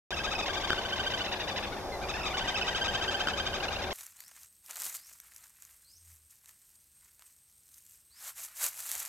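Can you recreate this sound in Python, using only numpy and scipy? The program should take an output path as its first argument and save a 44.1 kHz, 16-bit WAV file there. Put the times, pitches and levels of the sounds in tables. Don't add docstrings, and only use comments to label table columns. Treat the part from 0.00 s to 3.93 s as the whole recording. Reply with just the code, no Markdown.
import sys
import numpy as np
from scipy import signal
from scipy.fft import rfft, irfft, next_fast_len
from scipy.io import wavfile
from scipy.ndimage import uniform_filter1d

SR = 44100
rng = np.random.default_rng(int(sys.argv[2]) if len(sys.argv) > 2 else 0)


def voltage_ratio(decibels):
    exponent = np.asarray(decibels, float) / 20
    return 10 ** exponent


def dump_mix(stems):
    frames = np.atleast_2d(stems).T
    limited = np.clip(frames, -1, 1)
    pcm = np.round(limited * 32767).astype(np.int16)
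    wavfile.write(sys.argv[1], SR, pcm)


N = 173313


def unit(x):
    return x / np.sqrt(np.mean(x ** 2))


def walk(rate_hz):
    hold = int(SR / rate_hz)
    steps = np.repeat(rng.standard_normal(N // hold + 1), hold)
    return unit(uniform_filter1d(uniform_filter1d(steps, hold), hold)[:N])


def band(hz, width_hz):
    b, a = signal.iirpeak(hz, hz / width_hz, SR)
    return unit(signal.lfilter(b, a, rng.standard_normal(N)))


def response(points):
    p, size = np.array(points, float), next_fast_len(N + SR // 10)
    hz = np.arange(size // 2 + 1) * SR / size
    log_gain = np.interp(np.log(hz + 1), np.log(p[:, 0]), p[:, 1]) * np.log(10) / 20
    cepstrum = irfft(log_gain, size)
    cepstrum[1:size // 2] *= 2
    cepstrum[size // 2 + 1:] = 0
    return rfft(cepstrum), hz, size


def colour(x, points):
    log_spectrum, _, size = response(points)
    return irfft(rfft(x, size) * np.exp(log_spectrum), size)[..., :N]


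# f/Hz, level/dB [dB per Hz]
TRAFFIC_SPECTRUM = [(20, 4), (55, 0.5), (130, -4), (220, -5.5), (800, 3), (1300, -10), (2900, -22),
                    (5200, -15), (9000, -24)]
# f/Hz, width/Hz, level/dB
ENGINE_DRONES = [(56.3, 10.6, -60.5), (81.7, 8.8, -59.5), (203, 5.6, -63), (230.6, 10, -69),
                 (346, 7.4, -63), (373.8, 8.4, -58), (566, 15, -60)]
TRAFFIC_DB, TRAFFIC_SIDE_DB = -45, -11.5


def traffic():
    roar, swell, sign = 0, walk(1.0), np.array([[1], [-1]])
    for hz in 25 * 2 ** np.arange(0, 9.1, .5):
        level = np.sqrt(hz) * voltage_ratio(.5 * swell + walk(8.7))
        side = voltage_ratio(TRAFFIC_SIDE_DB) * sign * band(hz, hz / 3)
        roar = roar + level * (band(hz, hz / 3) + side)
    roar = voltage_ratio(TRAFFIC_DB) * unit(colour(roar, TRAFFIC_SPECTRUM))
    drones = sum(voltage_ratio(db + 2 * walk(1)) * band(hz, width_hz) for hz, width_hz, db in ENGINE_DRONES)
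    return roar + drones


# t/s, level/dB
TICKS = [
    (0.7048, -15.5),
    (0.7313, -18.5),
    (3.273, -20.5),
    (3.2853, -20.5),
]
# f/Hz, level/dB, t60/s
BODY_MODES = [(400, -12, .015), (1513, 0, .013), (3630, -12, .005), (5100, -6, .003), (8000, -8, .0015),
              (11500, -10, .001)]


def camera():
    out, t = np.zeros((2, N)), np.arange(SR // 20) / SR
    for start_s, db in TICKS:
        i = int(start_s * SR)
        for hz, mode_db, t60_s in BODY_MODES:
            detune = 1 + rng.standard_normal() / 40
            ring = voltage_ratio(db + mode_db - 60 * t / t60_s) * np.sin(2 * np.pi * hz * detune * t)
            port_db = np.array([[-5], [-4 + 2 * np.log2(hz / 1500)]])
            out[:, i:i + len(t)] += ring * voltage_ratio(port_db)
    return out


ROUGH_MOST = .19


def add_note(out, start_s, hz, env, partials_db, rough, bright, db):
    i, n = int(start_s * SR), min(len(hz), N - int(start_s * SR))
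    rough = min(rough, ROUGH_MOST)
    wobble = uniform_filter1d(rng.standard_normal((2, 4096)), size=48, axis=1) * 7
    pitch_wobble, level_wobble = 1 + rough * wobble[:, :n] * np.array([[1 / 20], [1]])
    phase = 2 * np.pi * np.cumsum(hz[:n] * pitch_wobble) / SR
    gains = voltage_ratio(np.array(partials_db))
    note = 0
    for k, gain in enumerate(gains):
        note = note + gain * env[:n] ** (1 + bright * k) * np.sin((k + 1) * phase + k * k)
    out[i:i + n] += voltage_ratio(db) * note * level_wobble * np.sqrt(2 / np.sum(gains ** 2))


def arches(rows, partials_db, db, rise_s, fall_s, sag, flare, rough, bright):
    out, t = np.zeros(N), np.arange(-rise_s, fall_s, 1 / SR)
    env = np.clip(1 - (t / np.where(t < 0, rise_s, fall_s)) ** 4, 0, 1)
    arch = 1 - sag * t ** 2 / (1 + flare * t ** 2)
    for top_s, top_hz, level_db in rows:
        add_note(out, top_s - rise_s, top_hz * arch, env, partials_db, rough, bright, level_db + db)
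    return out


def hooks(rows, partials_db, db, scoop, scoop_s, attack_s, release_s, rough):
    out = np.zeros(N)
    for start_s, length_s, hz, level_db, *over_db in rows:
        end_s = length_s + release_s
        t = np.arange(0, end_s, 1 / SR)
        env = np.clip(np.minimum(t / attack_s, (end_s - t) / release_s), 0, 1)
        overtone = np.arange(len(partials_db)) > 0
        tone_db = np.array(partials_db) + sum(over_db) * overtone
        pitch = hz * (1 - scoop * np.exp(-t / scoop_s))
        add_note(out, start_s, pitch, env, tone_db, rough, .1, level_db + db)
    return out


# t/s [top], f/Hz [top], level/dB
LOW_FAR_ARCHES = [(1.734, 755, -47), (1.778, 910, -50), (2.028, 803, -46.5), (2.083, 936, -52),
                  (2.155, 895, -42.5), (2.187, 960, -45.5), (2.249, 1310, -43), (2.316, 1190, -44.5),
                  (2.453, 985, -42.5), (2.517, 1040, -44.5), (2.588, 1010, -45), (2.654, 980, -43.5),
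                  (2.722, 985, -43), (2.788, 990, -45.5), (2.856, 960, -48), (2.922, 957, -45),
                  (2.986, 915, -44), (3.052, 924, -44.5), (3.115, 900, -45), (3.18, 894, -46),
                  (3.244, 889, -45), (3.305, 870, -44), (3.37, 833, -48), (3.434, 843, -48),
                  (3.502, 834, -49), (3.572, 834, -47.5), (3.64, 834, -41), (3.718, 809, -44.5),
                  (3.797, 825, -44.5), (3.879, 802, -46)]
LOW_FAR_PARTIALS = [10, 11.5, 7.5, 2.5, 4.5, 6.5, 0.5, 4.5]


def low_far_bird():
    return arches(LOW_FAR_ARCHES, LOW_FAR_PARTIALS, db=-2, rise_s=0.02, fall_s=0.026,
                  sag=823, flare=840, rough=0.29, bright=0.81)


# t/s [top], f/Hz [top], level/dB
HIGH_FAR_ARCHES = [(.434, 1213, -45.5), (.507, 1195, -46), (0.579, 1228, -42.5), (0.649, 1210, -42.5),
                   (0.725, 1220, -42.5), (0.792, 1174, -46.5), (.864, 1187, -48), (.935, 1179, -46),
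                   (1.006, 1200, -47), (1.076, 1207, -46), (1.146, 1188, -46), (1.219, 1185, -46),
                   (1.367, 860, -47.5), (1.44, 1212, -46), (1.52, 1197, -45), (1.607, 1190, -51),
                   (1.676, 1142, -49)]
ARCHING_PARTIALS = [7, 5, 6.5, 7, 6.5, 4, 0.5]


def high_far_bird():
    return arches(HIGH_FAR_ARCHES, ARCHING_PARTIALS, db=0.5, rise_s=.011, fall_s=0.015,
                  sag=875, flare=900, rough=.2, bright=.3)


# t/s [start], length/s, f/Hz, level/dB
WHISTLES = [(.14, 0.0085, 2720, -36.5), (.188, 0.011, 2576, -37), (.351, .016, 2550, -34.5),
            (.423, 0.02, 2550, -38.5), (2.035, 0.021, 2390, -43), (2.137, 0.0072, 2564, -37),
            (2.158, .011, 2650, -40), (2.195, 0.0077, 2670, -41), (2.215, 0.0075, 2520, -37.5),
            (2.232, 0.0074, 2700, -37.5), (2.277, 0.023, 2420, -44), (2.556, 0.011, 2600, -32),
            (2.623, 0.0092, 2585, -31)]
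# t/s [start], length/s, f/Hz, level/dB
GLIDING_WHISTLE = [
    (1.918, .036, 1950, -38),
]
WHISTLING_PARTIALS = [0, -0.43]


def whistling_bird():
    short = hooks(WHISTLES, WHISTLING_PARTIALS, db=-7.5, scoop=-0.013, scoop_s=0.0025,
                  attack_s=0.00053, release_s=0.0017, rough=0.24)
    gliding = hooks(GLIDING_WHISTLE, WHISTLING_PARTIALS, db=-12, scoop=-0.087, scoop_s=0.037,
                    attack_s=0.0036, release_s=0.014, rough=.08)
    return short + gliding


# t/s [start], length/s, level/dB
HOOKED_NOTES = [(0.122, 0.015, -33), (0.199, 0.019, -35), (0.27, 0.024, -34.5), (0.338, 0.014, -41),
                (0.491, 0.02, -34.5), (0.563, 0.019, -35.5), (0.633, 0.02, -34), (0.696, 0.029, -32),
                (0.776, 0.018, -32.5), (0.848, 0.016, -33.5), (0.921, 0.021, -32), (0.992, 0.019, -30),
                (1.061, 0.02, -30), (1.134, 0.016, -30), (1.203, 0.017, -31.5), (1.278, 0.016, -37),
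                (2.203, 0.011, -39), (2.337, 0.021, -33.5), (2.406, 0.023, -34), (2.475, 0.022, -31),
                (2.541, 0.015, -32.5), (2.609, 0.014, -32.5), (2.677, 0.022, -30.5), (2.745, 0.023, -31.5),
                (2.81, 0.022, -29), (2.878, 0.024, -30), (2.944, 0.021, -29.5), (3.01, 0.023, -32),
                (3.077, 0.021, -28.5), (3.141, 0.017, -29), (3.202, 0.016, -29.5), (3.268, 0.021, -31.5),
                (3.332, 0.0146, -33), (3.396, 0.017, -30.5), (3.463, 0.015, -31), (3.529, 0.015, -33.5),
                (3.599, 0.013, -38), (3.679, 0.012, -35.5), (3.755, 0.014, -38), (3.84, 0.015, -49)]
# t/s, f/Hz, overtone level/dB
HOOK_DRIFT = [(.1, 1635, -11), (0.619, 1605, -8), (.72, 1523, -7.5), (1.15, 1590, -3.5), (1.28, 1360, -2),
              (2.2, 1507, -14), (2.34, 1487, -7), (2.45, 1593, -4), (3.35, 1592, -3.5), (3.55, 1573, -4),
              (3.839, 1443, 5)]
HOOKING_PARTIALS = [4, 10.5, 8, -1.5, -2]
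SHORT_HOOK_S = .0145


def hooking_bird():
    when, pitch, over = np.array(HOOK_DRIFT).T
    rows = [(s, length_s, np.interp(s, when, pitch), db, np.interp(s, when, over))
            for s, length_s, db in HOOKED_NOTES]
    full_rows = [r for r in rows if r[1] > SHORT_HOOK_S]
    short_rows = [r for r in rows if r[1] <= SHORT_HOOK_S]
    full = hooks(full_rows, HOOKING_PARTIALS, db=-9.5, scoop=0.237, scoop_s=0.00287,
                 attack_s=0.0032, release_s=0.0019, rough=0.18)
    short = hooks(short_rows, HOOKING_PARTIALS, db=-6.5, scoop=0.264, scoop_s=0.00615,
                  attack_s=0.0046, release_s=0.00062, rough=0.24)
    return full + short


# t/s [top], f/Hz [top], level/dB
NEAR_ARCHES = [(.103, 1305, -35.5), (0.177, 1310, -35), (0.25, 1298, -32.5), (0.322, 1316, -33),
               (0.397, 1288, -32), (0.472, 1098, -33), (0.544, 1172, -33.5), (0.613, 1143, -36),
               (0.686, 1118, -35.5), (0.756, 1065, -38.5), (0.827, 1075, -38.5), (0.898, 1054, -37),
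               (0.972, 1070, -36), (1.043, 985, -37.5), (1.113, 1034, -35.5), (1.186, 1034, -35.5),
               (1.255, 1045, -34.5), (1.329, 972, -34), (1.409, 964, -35), (1.489, 1008, -35),
               (1.574, 1034, -33.5), (1.639, 893, -37.5),
               (2.1, 1297, -35.5), (2.269, 1252, -33), (2.383, 1176, -31.5), (2.489, 1260, -33.5),
                 (2.579, 1292, -33.5), (2.679, 1300, -33.5), (2.768, 1317, -33), (2.855, 1306, -32),
                 (2.946, 1317, -34), (3.034, 1333, -34.5), (3.123, 1354, -35.5), (3.207, 1351, -35),
                 (3.293, 1327, -35.5), (3.386, 1286, -33.5), (3.468, 1247, -35.5), (3.553, 1270, -35),
                 (3.641, 1247, -37), (3.734, 1250, -37), (3.831, 1080, -36), (3.92, 1100, -36)]


def arching_bird():
    return arches(NEAR_ARCHES, ARCHING_PARTIALS, db=-7.0, rise_s=.018, fall_s=.024,
                  sag=1600, flare=904, rough=.22, bright=0.21)


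def place(x, pan_db, late_ms, mirror_db, mirror_ms):
    def delay(v, ms):
        return np.interp(np.arange(N) - ms * SR / 1000, np.arange(N), v)
    x = x - voltage_ratio(mirror_db) * delay(x, mirror_ms)
    return np.array([delay(x, late_ms) * voltage_ratio(pan_db / 2), x * voltage_ratio(-pan_db / 2)])


ECHO_DB, ECHO_T60_S, ECHO_GAP_S = -8.5, 0.42, 0.0043


def reed_echo(dry):
    t = np.arange(SR // 3) / SR
    tail = rng.standard_normal((2, len(t))) * voltage_ratio(-60 * t / ECHO_T60_S) * (t > ECHO_GAP_S)
    tail = tail / np.sqrt(np.sum(tail ** 2, 1))[:, None]
    return voltage_ratio(ECHO_DB) * signal.fftconvolve(dry, tail, axes=1)[:, :N]


# left minus right/dB, left port lag/ms, water mirror level/dB, mirror lag/ms
BIRD_PLACES = [
    (1.5, -0.011, -14.5, 0.934),
    (5.5, 0.075, -16, 0.864),
    (1.5, -0.088, -21, 1.1),
    (0.5, 0.0039, -12, 0.84),
    (0.5, -0.019, -23, 1.012),
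]


def grebes():
    voices = [arching_bird(), high_far_bird(), low_far_bird(), hooking_bird(), whistling_bird()]
    dry = sum(place(voice, *where) for voice, where in zip(voices, BIRD_PLACES))
    return dry + reed_echo(dry)


def scene():
    return traffic() + camera() + grebes()


def top_cut(x):
    return signal.sosfilt(signal.butter(12, 14250, fs=SR, output="sos"), x)


# f/Hz, level/dB
LEFT_PORT = [(60, 9), (500, 7.5), (1000, 6.5), (1550, 11.5), (2300, 8), (3200, 6), (3600, 15), (4050, 6),
             (5000, 2.5), (5800, -15)]
# f/Hz, level/dB
RIGHT_PORT = [(700, 6.5), (1600, 4), (2600, 11), (3100, 11), (4200, 1.5), (5000, 5.5), (6400, 5),
              (9000, -5.5)]
# f/Hz, phase/rad
LEFT_LAG = [(1700, 0), (4200, 3), (5800, 6.3), (8200, 9.8)]
HISS_DB, TOP_HZ, START_S = -55, 14250, .1062


def record(dry):
    left, hz, size = response(LEFT_PORT)
    right = response(RIGHT_PORT)[0]
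    left = left.real + 1j * (right.imag - np.interp(hz, *np.array(LEFT_LAG).T))
    x = irfft(rfft(dry, size) * np.exp([left, right]), size)[:, :N]
    x = x + voltage_ratio(HISS_DB) * rng.standard_normal((2, N))
    x = signal.sosfilt(signal.ellip(10, .2, 60, TOP_HZ, fs=SR, output="sos"), x)
    return top_cut(x * (np.arange(N) > START_S * SR))


dry = scene()
out = record(dry)
dump_mix(out)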